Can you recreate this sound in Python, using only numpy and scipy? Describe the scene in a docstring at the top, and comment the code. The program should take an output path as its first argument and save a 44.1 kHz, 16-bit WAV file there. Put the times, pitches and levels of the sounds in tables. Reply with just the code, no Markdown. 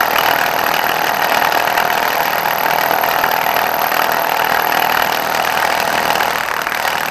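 """A small workshop, close by: a hand-held air hammer drives a chisel along the furrows of a millstone.
The piston strikes about 40 times a second with a clack: the stone knocks, its grains crunch and chip
under the edge, the steel rings. Between blows the chisel rattles and the piston returns with a puff of
air. Late on the barrel comes close, droning and hissing; then the hand eases off and the chisel pecks.
A faint hum and rumble lie underneath."""
import sys
import numpy as np
from scipy import signal
from scipy.fft import rfft, irfft
from scipy.io import wavfile
from scipy.ndimage import uniform_filter1d

SR = 44100
rng = np.random.default_rng(int(sys.argv[2]) if len(sys.argv) > 2 else 0)


def waveform_to_disk(signal):
    """Save audio, clipped to [-1, 1], as 16-bit WAV at the path in sys.argv[1]."""
    frames = np.transpose(np.atleast_2d(signal))
    scaled = np.clip(frames, -1, 1) * 32767
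    samples = np.round(scaled).astype(np.int16)
    wavfile.write(sys.argv[1], SR, samples)


N = 313110
TIME = np.arange(N) / SR
RETURN_S = .0182   # blow to piston return
ROCK_PER_S, SHIFT_PER_S = 9.9, 40   # edge rocks in the furrow; contact shifts
BEND_HZ, TIP_HZ = 1863, 12436   # strongest shank and tip modes


def from_db(db):
    """Decibels to gain."""
    return 10 ** (np.asarray(db) / 20)


def unit_rms(x):
    """Scale to unit rms."""
    return x / np.sqrt(np.mean(x ** 2) + 1e-20)


def chance(shape, low=-2, high=2):
    """Clipped normal draws."""
    return np.clip(rng.standard_normal(shape), low, high)


def drift(per_s):
    """Random curve, spread about 1."""
    return np.interp(TIME * per_s, np.arange(512), chance(512))


def in_time(rows):
    """Each column of a time table at every sample."""
    s, *columns = np.transpose(rows)
    return [np.interp(TIME, s, c) for c in columns]


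def at_hz(points, hz):
    """Interpolate on a log-frequency axis."""
    f, value = np.transpose(points)
    return np.interp(np.log(hz + 1e-3), np.log(f), value)


def colour(x, spectrum, size=8192):
    """Minimum-phase filter, rolling off below the spectrum's first point."""
    hz = np.fft.rfftfreq(size, 1 / SR)
    gain = from_db(at_hz(spectrum, hz)) * np.clip(hz / spectrum[0][0], 1e-2, 1)
    cepstrum = irfft(np.log(gain))
    cepstrum[1:size // 2] *= 2
    cepstrum[size // 2 + 1:] = 0
    return signal.fftconvolve(x, irfft(np.exp(rfft(cepstrum))))[:N]


def bandpass(x, low_hz, high_hz):
    """Butterworth band-pass."""
    return signal.sosfilt(signal.butter(2, [low_hz, high_hz], "band", fs=SR, output="sos"), x)


def clicks(times, sizes):
    """One impulse at each time."""
    inside = (times >= 0) & (times < (N - 1) / SR)
    return np.bincount(np.round(times[inside] * SR).astype(int), sizes[inside], N)


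def swell(hits, rise_s, fall_s):
    """Rise-and-decay envelope after each impulse."""
    t = np.arange(2048) / SR
    return np.abs(signal.fftconvolve(hits, (1 - np.exp(-t / rise_s)) * np.exp(-t / fall_s))[:N])


def ring(x, hz, t60_s):
    """One decaying mode; its pitch may move."""
    turn = np.exp(2j * np.pi * np.cumsum(hz * np.ones(N)) / SR)
    pole = from_db(-60 / (t60_s * SR))
    return np.imag(turn * signal.lfilter([1], [1, -pole], x / turn + 1e-18))


def grainy_noise(spread_db):
    """Noise with a random gain on every sample."""
    return unit_rms(rng.standard_normal(N) * from_db(spread_db * chance(N)))


def bursts(times, spread_db, rise_s, fall_s):
    """Noise bursts of random strength."""
    sizes = from_db(spread_db * chance(len(times), high=1))
    return unit_rms(swell(clicks(times, sizes), rise_s, fall_s) * rng.standard_normal(N))


def clatter(times, sizes, spectrum, fall_s, shade_db):
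    """Noise bursts of random colour; low bands last longer."""
    edges_hz = [80, 620, 1050, 1450, 2050, 3100, 4400, 6600, 10000, 13200, 20000]
    out = 0
    for low, high in zip(edges_hz, edges_hz[1:]):
        shade = from_db(shade_db * chance(len(times), -1.7, 1.7))
        power = swell(clicks(times, (sizes * shade) ** 2), .0001, fall_s * (1500 / high) ** .15)
        out = out + bandpass(unit_rms(np.sqrt(power)) * rng.standard_normal(N), low, high)
    return unit_rms(colour(out, spectrum))


# piston speed: (time [s], rate [blows/s])
BLOW_RATE = [(0.0, 39.295), (0.5, 39.613), (2.4, 39.578), (2.8, 39.758), (4.0, 39.715), (4.8, 39.974),
             (6.0, 39.562), (6.25, 39.611), (6.45, 38.309), (7.1, 38.706)]


def piston_cycles():
    """Running cycle count; the piston is steady under load and sags as the hand eases off."""
    return np.cumsum(in_time(BLOW_RATE)[0]) / SR


# deep bites and late uneven blows, relative: (time [s], crunch [dB], knock [dB], splinter [dB])
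ACCENTS = [(0.006, 5.5, -7.0, -8.0), (0.158, 3.5, -3.5, -1.5), (0.184, 6.0, -7.0, 0.0),
           (0.26, 4.0, -1.5, -1.0), (0.285, 3.5, -0.5, -3.0), (0.588, 5.0, -7.0, -2.5),
           (0.664, 4.5, -3.5, -1.5), (0.689, 3.5, 2.0, -2.5), (0.79, 4.5, -7.0, -3.0),
           (0.891, 8.0, -7.0, -3.0), (0.917, 2.5, -1.5, 0.5), (1.245, 0.5, 4.5, 3.0),
           (1.321, 4.5, 4.0, -2.5), (1.346, 1.5, -2.0, 5.0), (1.371, 2.5, 3.5, 2.5),
           (1.422, 5.0, 2.0, -8.0), (1.447, 7.0, -7.0, -2.5), (1.573, 2.0, 1.0, 0.0),
           (1.674, 3.0, -1.5, -1.0), (1.775, 7.0, -7.0, -0.5), (1.8, 3.5, -3.0, 0.5),
           (1.901, 4.5, -7.0, -7.5), (2.028, 3.5, 2.0, -3.0), (2.205, 3.0, 3.0, -1.0),
           (2.331, 4.0, -7.0, -1.0), (2.457, 2.5, 4.5, -3.5), (2.659, 6.0, 0.0, -2.5),
           (2.81, 2.5, 1.0, 4.5), (2.911, 3.0, 4.0, -2.0), (3.036, 5.5, -7.0, -2.5),
           (3.137, 4.0, -7.0, -1.5), (3.238, 6.0, 2.0, -4.0), (3.464, 0.5, 2.0, 3.0),
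           (3.489, 4.0, -1.0, -3.5), (3.565, 4.0, 4.0, 2.0), (3.842, 2.0, 0.0, 1.5),
           (3.942, 2.5, -2.5, 3.5), (3.968, 4.0, 2.5, 0.5), (3.993, 6.5, 3.0, -2.5),
           (4.043, -1.5, 3.0, 7.0), (4.32, 0.5, 4.0, 1.5), (4.395, 4.5, -1.0, -2.0), (4.42, 3.0, 1.5, -1.5),
           (4.546, 1.5, 1.5, 0.0), (4.746, 4.0, -4.0, -3.0), (4.771, 0.0, 2.5, 5.5),
           (4.921, 2.0, -1.0, 0.0), (4.971, 5.5, -7.0, -5.0), (4.996, 8.0, -2.5, -7.0),
           (5.021, 5.0, -4.0, -0.5), (5.398, 5.0, 2.5, -4.5), (5.448, 1.5, 0.5, 1.0),
           (5.473, 2.5, 2.5, -2.0), (5.624, 3.5, 0.5, -4.0), (5.801, 0.0, 3.0, 4.5),
           (5.978, 4.0, 0.5, -3.0), (6.054, 6.0, -2.0, -6.0), (6.104, 2.5, 4.0, 2.0),
           (6.155, 1.0, 3.5, 3.5), (6.205, 4.0, -2.5, -3.5), (6.357, -0.5, 1.0, -2.5),
           (6.383, 2.5, -2.5, -1.5), (6.409, -4.5, -0.5, 5.5), (6.435, -4.5, -6.0, 4.0),
           (6.461, -3.0, -3.5, -3.0), (6.487, -7.5, -3.0, 4.0), (6.513, 4.0, -7.0, -8.0),
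           (6.539, 1.0, -7.0, -7.5), (6.565, 1.5, -7.0, -8.0), (6.591, 3.5, -0.5, -7.0),
           (6.617, -3.0, 3.5, 7.0), (6.643, -7.5, -7.0, 2.5), (6.669, 3.0, -7.0, -8.0),
           (6.695, -7.0, -2.5, 1.0), (6.721, -3.0, 0.0, 1.0), (6.747, -3.5, 3.0, 7.0),
           (6.773, -1.0, 1.5, 2.0), (6.799, 0.0, 2.0, -1.0), (6.825, -7.0, -1.0, 6.0),
           (6.851, 2.5, 0.5, 2.0), (6.877, 2.5, 4.0, 7.0), (6.903, -5.0, 0.5, 4.0),
           (6.929, 0.5, -5.5, -0.5), (6.955, -2.5, 1.5, -3.0), (6.981, -0.5, 0.0, 1.5),
           (7.007, 0.0, -1.5, 1.0), (7.033, -1.0, 2.0, -5.5), (7.059, -4.5, -0.5, 7.0)]


def piston(first_s=.0057, jitter_s=.00014):
    """Blow times with crunch, knock and splinter gains, random except at the accents."""
    cycles = piston_cycles()
    times = np.interp(np.arange(int(cycles[-1]) + 1), cycles, TIME) + first_s
    scatter = chance((len(times), 4), -2.2, 1.2)
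    usual_db, spread_db = np.array([-1, -.4, 0]), np.array([2.6, 1.6, 3.2])
    db = usual_db + spread_db * scatter[:, :3]
    for s, *accent_db in ACCENTS:
        db[np.argmin(np.abs(times - s))] = accent_db
    return times + jitter_s * scatter[:, 3], *from_db(db.T)


# piston on steel: (frequency [Hz], gain [dB])
STRIKE_SPECTRUM = [(220, -11), (600, -7.5), (900, -3), (1200, -2.5), (1600, 0), (2300, -9), (3000, -14),
                   (3900, -17), (4900, -18), (6000, -23), (7900, -24), (10000, -34), (12500, -26),
                   (15000, -26)]


def strike(times, sizes, lead_s=.0006):
    """Piston meets steel: a hard clack just ahead of the crunch."""
    hits = clicks(times - lead_s, sizes)
    scuff = unit_rms(swell(hits, rise_s=.0001, fall_s=.001) * rng.standard_normal(N))
    return unit_rms(colour(unit_rms(hits) + 1.8 * scuff, STRIKE_SPECTRUM))


# tool and stone body: (frequency [Hz], gain [dB])
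KNOCK_SPECTRUM = [(200, -24), (400, -14), (520, -6), (555, -5.5), (620, -10), (675, -1.2), (715, -1),
                  (755, 1.7), (835, 1.6), (875, 2.2), (920, -1), (1020, -7), (1250, -20), (1700, -29),
                  (3000, -55)]


def knock(times, force, press, lead_s=.0006, return_db=-8):
    """Tool and stone answer every blow alike; the piston's return knocks more softly."""
    return_times = times + RETURN_S + .00021 * rng.standard_normal(len(times))
    blows = clicks(times - lead_s, force)
    returns = from_db(return_db) * press * clicks(return_times - lead_s, force)
    return unit_rms(colour(blows + returns, KNOCK_SPECTRUM))


def cracks(times, bite, press, count=5, lead_s=.0009):
    """Times and sizes of grain cracks; more pressure and a deeper bite prolong the breaking."""
    stretch = (.2 + .9 * np.interp(times, TIME, press)) * bite ** .25
    delay_s = rng.gamma(5, .00043, (len(times), count)) * stretch[:, None] - lead_s
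    sizes = np.exp(-delay_s / .057)
    sizes *= bite[:, None] / np.linalg.norm(sizes, axis=1, keepdims=True)   # share the blow's energy
    return (times[:, None] + delay_s).ravel(), sizes.ravel()


# breaking grains: (frequency [Hz], gain [dB])
CRUNCH_SPECTRUM = [(100, -19), (250, -7), (480, -5.5), (780, 4), (1100, 0.5), (1600, 5), (2100, -7),
                   (2900, -1.5), (3300, -20), (4900, -13), (6800, -23.5), (10200, -35), (13000, -20),
                   (15200, -33)]


def crunch(crack_times, crack_sizes):
    """Grains break under the edge, one burst per crack."""
    return clatter(crack_times, crack_sizes, CRUNCH_SPECTRUM, fall_s=.0015, shade_db=3.8)


def splinter(x, times, gains, above_hz=2150):
    """Treble gain per blow: splitting hard grains is bright, crushing loose grit is dull."""
    treble = signal.sosfiltfilt(signal.butter(2, above_hz, "high", fs=SR, output="sos"), x)
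    blow = np.clip(np.searchsorted(times, TIME + .003) - 1, 0, None)
    return x + (uniform_filter1d(gains[blow], size=64) - 1) * treble


# flat landings: (time [s], level [dB])
PECK_HITS = [(1.9044, -0.0), (6.3583, -0.1), (6.4363, -1.4), (6.4876, -5.6), (6.5142, -0.6), (6.54, -2.6),
             (6.5659, -2.2), (6.6702, -0.2), (6.7221, -1.6), (6.7995, -1.1), (6.9552, -2.4), (7.0337, -1.1)]
# one landing: (frequency [Hz], gain [dB])
PECK_SPECTRUM = [(400, -17), (900, -7), (1600, 0), (2200, -9), (3300, -25), (5000, -22), (9000, -36)]


def pecks(peak_db=.3, lead_s=.0006):
    """The bouncing chisel lands flat on the stone: short, dull knocks."""
    s, db = np.transpose(PECK_HITS)
    knocks = colour(clicks(s - lead_s, from_db(db)), PECK_SPECTRUM)
    return from_db(peak_db) * knocks / np.abs(knocks).max()


# chisel shank: (frequency [Hz], level [dB], t60 [s], wander [Hz])
SHANK_MODES = [(BEND_HZ, 0, 0.047, 8), (2930, -6, 0.016, 70), (7900, -20.5, 0.018, 110)]


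def shank_ring(crack_times, crack_sizes, spread_db=4.5):
    """Each crack rings the steel's modes unequally; their pitch wanders as the contact shifts."""
    strengths = from_db(spread_db * chance((len(crack_times), len(SHANK_MODES)), high=1.5))
    out = 0
    for (hz, db, t60_s, wander_hz), strength in zip(SHANK_MODES, strengths.T):
        drive = clicks(crack_times, crack_sizes * strength)
        out = out + from_db(db) * unit_rms(ring(drive, hz + wander_hz * drift(SHIFT_PER_S), t60_s))
    return unit_rms(out)


# chisel tip: (frequency [Hz], level [dB], t60 [s], wander [Hz])
TIP_MODES = [(12150, -7, .014, 130), (TIP_HZ, 0, .04, 28), (12620, -6, .018, 120),
             (13400, -13.5, .012, 170)]


def tip_ring(times, bite, waver_db=.8):
    """Each blow taps and scrapes the tip's high modes; balance and pitch shift as the edge rocks."""
    taps = .28 * unit_rms(clicks(times - .0002, np.sqrt(bite)))
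    out = 0
    for hz, db, t60_s, wander_hz in TIP_MODES:
        scrape = bursts(times - .0007, spread_db=2.1, rise_s=.0007, fall_s=.0021)
        gain = from_db(db + waver_db * drift(ROCK_PER_S))
        out = out + gain * unit_rms(ring(taps + scrape, hz + wander_hz * drift(SHIFT_PER_S), t60_s))
    return unit_rms(out)


# flying chips: (frequency [Hz], gain [dB])
CHIP_SPECTRUM = [(1200, -12), (2500, 2), (3300, -3), (4900, -2), (6200, -6), (7200, -15), (10000, -24),
                 (15000, -26)]


def chips(times, bite, count=4, spread_db=5):
    """Loosened grains snap off and skitter for some milliseconds after each blow."""
    delay_s = rng.gamma(3, .0023, (len(times), count))
    sizes = np.sqrt(bite)[:, None] * from_db(spread_db * chance(delay_s.shape, high=1.5))
    chip_times = times[:, None] + delay_s
    return clatter(chip_times.ravel(), sizes.ravel(), CHIP_SPECTRUM, fall_s=.0006, shade_db=4.5)


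# steel on grit: (frequency [Hz], gain [dB])
GRATE_SPECTRUM = [(8000, -41.5), (11000, -18), (12400, -13), (13200, 9.5), (14200, -5), (15200, -20.5)]


def grate(times, waver_db=1.9):
    """The edge grates on broken grains, wavering as it rocks."""
    scrapes = bursts(times - .0004, spread_db=4.5, rise_s=.0012, fall_s=.0024)
    return from_db(waver_db * drift(ROCK_PER_S)) * unit_rms(colour(scrapes, GRATE_SPECTRUM))


# exhaust ports: (delay after blow [s], level [dB])
EXHAUST_PORTS = [(.0132, 0), (.0175, -1)]
# exhaust air: (frequency [Hz], gain [dB])
EXHAUST_SPECTRUM = [(150, -2.5), (400, 1.5), (830, 17), (1150, 6.5), (1600, 3.5), (2400, -11), (3300, -6),
                    (4000, -4.5), (4900, -2), (5500, -15), (6100, -3), (7200, -20), (9000, -20),
                    (15000, -22)]


def exhaust(times, press, open_s=.001, close_s=.0045, leak=.18, jitter_s=.00044, spread_db=2.1):
    """Air leaks all the time and swells as the returning piston uncovers each port."""
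    blow = np.clip(np.searchsorted(times, TIME) - 1, 0, None)
    power = leak ** 2
    for port_s, port_db in EXHAUST_PORTS:
        timing, strength = chance((len(times), 2))[blow].T
        late_s = TIME - times[blow] - port_s - jitter_s * timing
        opening = np.exp(np.minimum(late_s / open_s, -late_s / close_s))
        power = power + (press * opening * from_db(port_db + spread_db * strength)) ** 2
    return unit_rms(colour(np.sqrt(power) * grainy_noise(spread_db=3), EXHAUST_SPECTRUM))


# chisel in its sleeve: (frequency [Hz], gain [dB])
RATTLE_SPECTRUM = [(200, -11), (500, -5), (800, -4), (1150, -5), (1600, -4.5), (2400, -5), (4000, -22)]


def rattle(times, count=12, pitches=14, spread_db=4):
    """The loose chisel chatters in its sleeve, most as the piston turns and just before it strikes."""
    delay_s = rng.uniform(.004, .025, (len(times), count))
    at_turn = .6 * np.exp(-((delay_s - RETURN_S) / .003) ** 2)
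    before_blow = 1.1 * np.exp(-((delay_s - .0225) / .003) ** 2)
    sizes = (1 + at_turn + before_blow) * from_db(spread_db * chance(delay_s.shape, high=1.6))
    touch_times = times[:, None] + delay_s
    pitch = rng.integers(0, pitches, delay_s.shape)
    out = 0
    for k, hz in enumerate(np.geomspace(660, 2600, pitches)):
        touches = clicks(touch_times[pitch == k], sizes[pitch == k])
        out = out + np.sqrt(hz) * unit_rms(ring(touches, hz, t60_s=.011 * (3000 / hz) ** .4))
    return unit_rms(colour(out, RATTLE_SPECTRUM))


# air at the opening port: (frequency [Hz], gain [dB])
SPIT_SPECTRUM = [(400, 0.5), (1200, 10), (2400, 7), (3200, 1), (3900, 0), (4900, 2), (6100, -2.5),
                 (7200, -10), (7900, -4), (8600, -13), (10000, -20), (15000, -21.5)]


def port_spit(times, delay_s=.0164):
    """A sharp spit of air as the port opens."""
    spits = bursts(times + delay_s, spread_db=4.5, rise_s=.00035, fall_s=.0019)
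    return unit_rms(colour(spits, SPIT_SPECTRUM))


# air leak at the shank: (frequency [Hz], gain [dB])
LEAK_SPECTRUM = [(3300, -7), (4900, 5), (6200, 3), (7200, -1), (8000, 5), (10000, -3), (12000, 2),
                 (15000, -10)]


def barrel(times, press, near_s=5.23, approach_s=.26):
    """The barrel comes close: it drones with both piston strokes, and blows spurt air past the shank."""
    nearness = .5 + .5 * np.tanh((TIME - near_s) / approach_s)
    strokes = 2 * piston_cycles()
    drone = from_db(-49) * np.sqrt(2 * press) * np.sin(2 * np.pi * strokes)
    spurts = swell(clicks(times - .0008, np.ones(len(times))), rise_s=.0003, fall_s=.0035)
    flow = unit_rms(1 + 2 * unit_rms(spurts))
    hiss = unit_rms(colour(grainy_noise(spread_db=6), LEAK_SPECTRUM))
    return nearness * (drone + from_db(-35.3) * press ** .25 * flow * hiss)


def flutter(times, force, roughness=.68):
    """The pulsing air adds a low, ragged burr."""
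    # (frequency [Hz], gain [dB])
    spectrum = [(70, -18), (120, -24), (158, 2), (200, 2), (240, 3), (290, -13), (450, -15), (1000, -35)]
    pulses = unit_rms(clicks(times, force)) + roughness * rng.standard_normal(N)
    return unit_rms(colour(pulses, spectrum))


# workshop decay: (frequency [Hz], t60 [s])
ROOM_T60 = [(100, 1), (800, 0.97), (3000, 0.13), (12000, 0.15)]


def workshop(x, wet_db=-15.5, onset_s=.0035, size=16384):
    """A short diffuse tail whose treble dies first."""
    t = np.arange(size) / SR
    edges_hz = np.geomspace(70, 16000, 8)
    tail = 0
    for low, high in zip(edges_hz, edges_hz[1:]):
        t60_s = at_hz(ROOM_T60, np.sqrt(low * high))
        tail = tail + bandpass(rng.standard_normal(size), low, high) * from_db(-60 * t / t60_s)
    tail *= np.clip(t / onset_s, 0, 1)
    return from_db(wet_db) * signal.fftconvolve(x, tail / np.linalg.norm(tail))[:N]


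# background rumble: (frequency [Hz], gain [dB])
RUMBLE_SPECTRUM = [(20, -5), (50, 8.5), (100, -1), (200, -4), (500, -23)]


def background(hum_hz=137.7, hum_db=-51, rumble_db=-51.5):
    """A steady hum over a wavering rumble."""
    hum = from_db(hum_db) * np.sqrt(2) * np.sin(2 * np.pi * hum_hz * TIME)
    rumble_gain = from_db(rumble_db + 2 * drift(per_s=9))
    return hum + rumble_gain * unit_rms(colour(rng.standard_normal(N), RUMBLE_SPECTRUM))


# edge along the furrow, relative: (time [s], knock [dB], crunch [dB], tip ring [dB], splinter [dB])
FURROW_LEVELS = [(0, -13, -14, -27, 1), (.25, -13.5, -13.5, -25.5, 1), (.5, -14, -17, -27, 1.5),
                 (1.1, -15, -18.5, -28, 1.5), (1.5, -12, -15.5, -28, 1.5), (1.85, -14, -15.5, -29.5, 1.5),
                 (2.05, -15.5, -17.5, -28, 1.5), (2.55, -16, -18, -25, 1), (2.75, -13.5, -18, -25.5, 1),
                 (3.85, -14, -17.5, -24.5, 0), (4.3, -14, -17, -26.5, -0.5), (4.98, -13.5, -15, -25.5, 1.5),
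                 (5.2, -15.5, -18.5, -29.5, 3), (5.75, -15, -19.5, -38, 4.5), (6.2, -14, -17, -33, 4),
                 (6.45, -18.5, -19.5, -38, 1.5), (6.85, -19, -18.5, -35, 1), (7.1, -17, -17, -32, 1)]
# tool air, relative: (time [s], exhaust [dB], flutter [dB])
AIR_LEVELS = [(0, -29.5, -28), (4.6, -30.5, -29), (5.05, -31, -24.5), (5.65, -29, -28), (6, -29, -22.5),
              (6.5, -30, -35.5), (7.1, -30.5, -26.5)]
# hand on the chisel: (time [s], pressure [0-1])
HAND_PRESSURE = [(0, 0.74), (6.25, 0.73), (6.45, 0.21), (6.7, 0.02), (6.85, 0.7), (7.1, 0.22)]


def scene():
    """Stone, steel and air follow the piston, over the workshop's background; mono."""
    knock_db, crunch_db, tip_db, splinter_db = in_time(FURROW_LEVELS)
    air_db, flutter_db = in_time(AIR_LEVELS)
    press = np.clip(in_time(HAND_PRESSURE)[0], .05, 1)
    contact = np.sqrt(press)
    times, bite, force, brightness = piston()
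    brightness *= from_db(np.interp(times, TIME, splinter_db))
    crack_times, crack_sizes = cracks(times, bite, press)

    stone = from_db(knock_db - 5.1) * contact * knock(times, force, press)
    grit = from_db(crunch_db - 4) * crunch(crack_times, crack_sizes)
    clack = from_db(.3 * crunch_db - 20.5) * strike(times, np.sqrt(bite * force))
    flakes = from_db(crunch_db - 18.5) * contact * chips(times, bite)
    shank = from_db(crunch_db - 10.5) * contact * shank_ring(crack_times, crack_sizes)
    edge = from_db(.5 * tip_db - 23.5) * grate(times)
    tip = from_db(tip_db - 4) * tip_ring(times, bite)
    sleeve = from_db(air_db + 3.6) * rattle(times)
    air = from_db(air_db + 6.5) * exhaust(times, press)
    spit = from_db(air_db - 3) * port_spit(times)
    burr = from_db(flutter_db - 10.7) * flutter(times, force)

    cutting = splinter(clack + grit + shank + flakes, times, brightness)
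    tool = cutting + pecks() + tip + edge + sleeve + air + spit
    room = background() + workshop(tool + 1.02 * stone)
    return (stone + tool + burr + barrel(times, press) + room)[None]


def record(dry):
    """Soft peak limiting, then a steep low-pass."""
    ceiling, cutoff_hz = .9, 15100
    rounded = dry / (1 + (dry / ceiling) ** 4) ** (1 / 4)
    return signal.sosfilt(signal.ellip(10, .2, 80, cutoff_hz, fs=SR, output="sos"), rounded)


dry = scene()
out = record(dry)
waveform_to_disk(out)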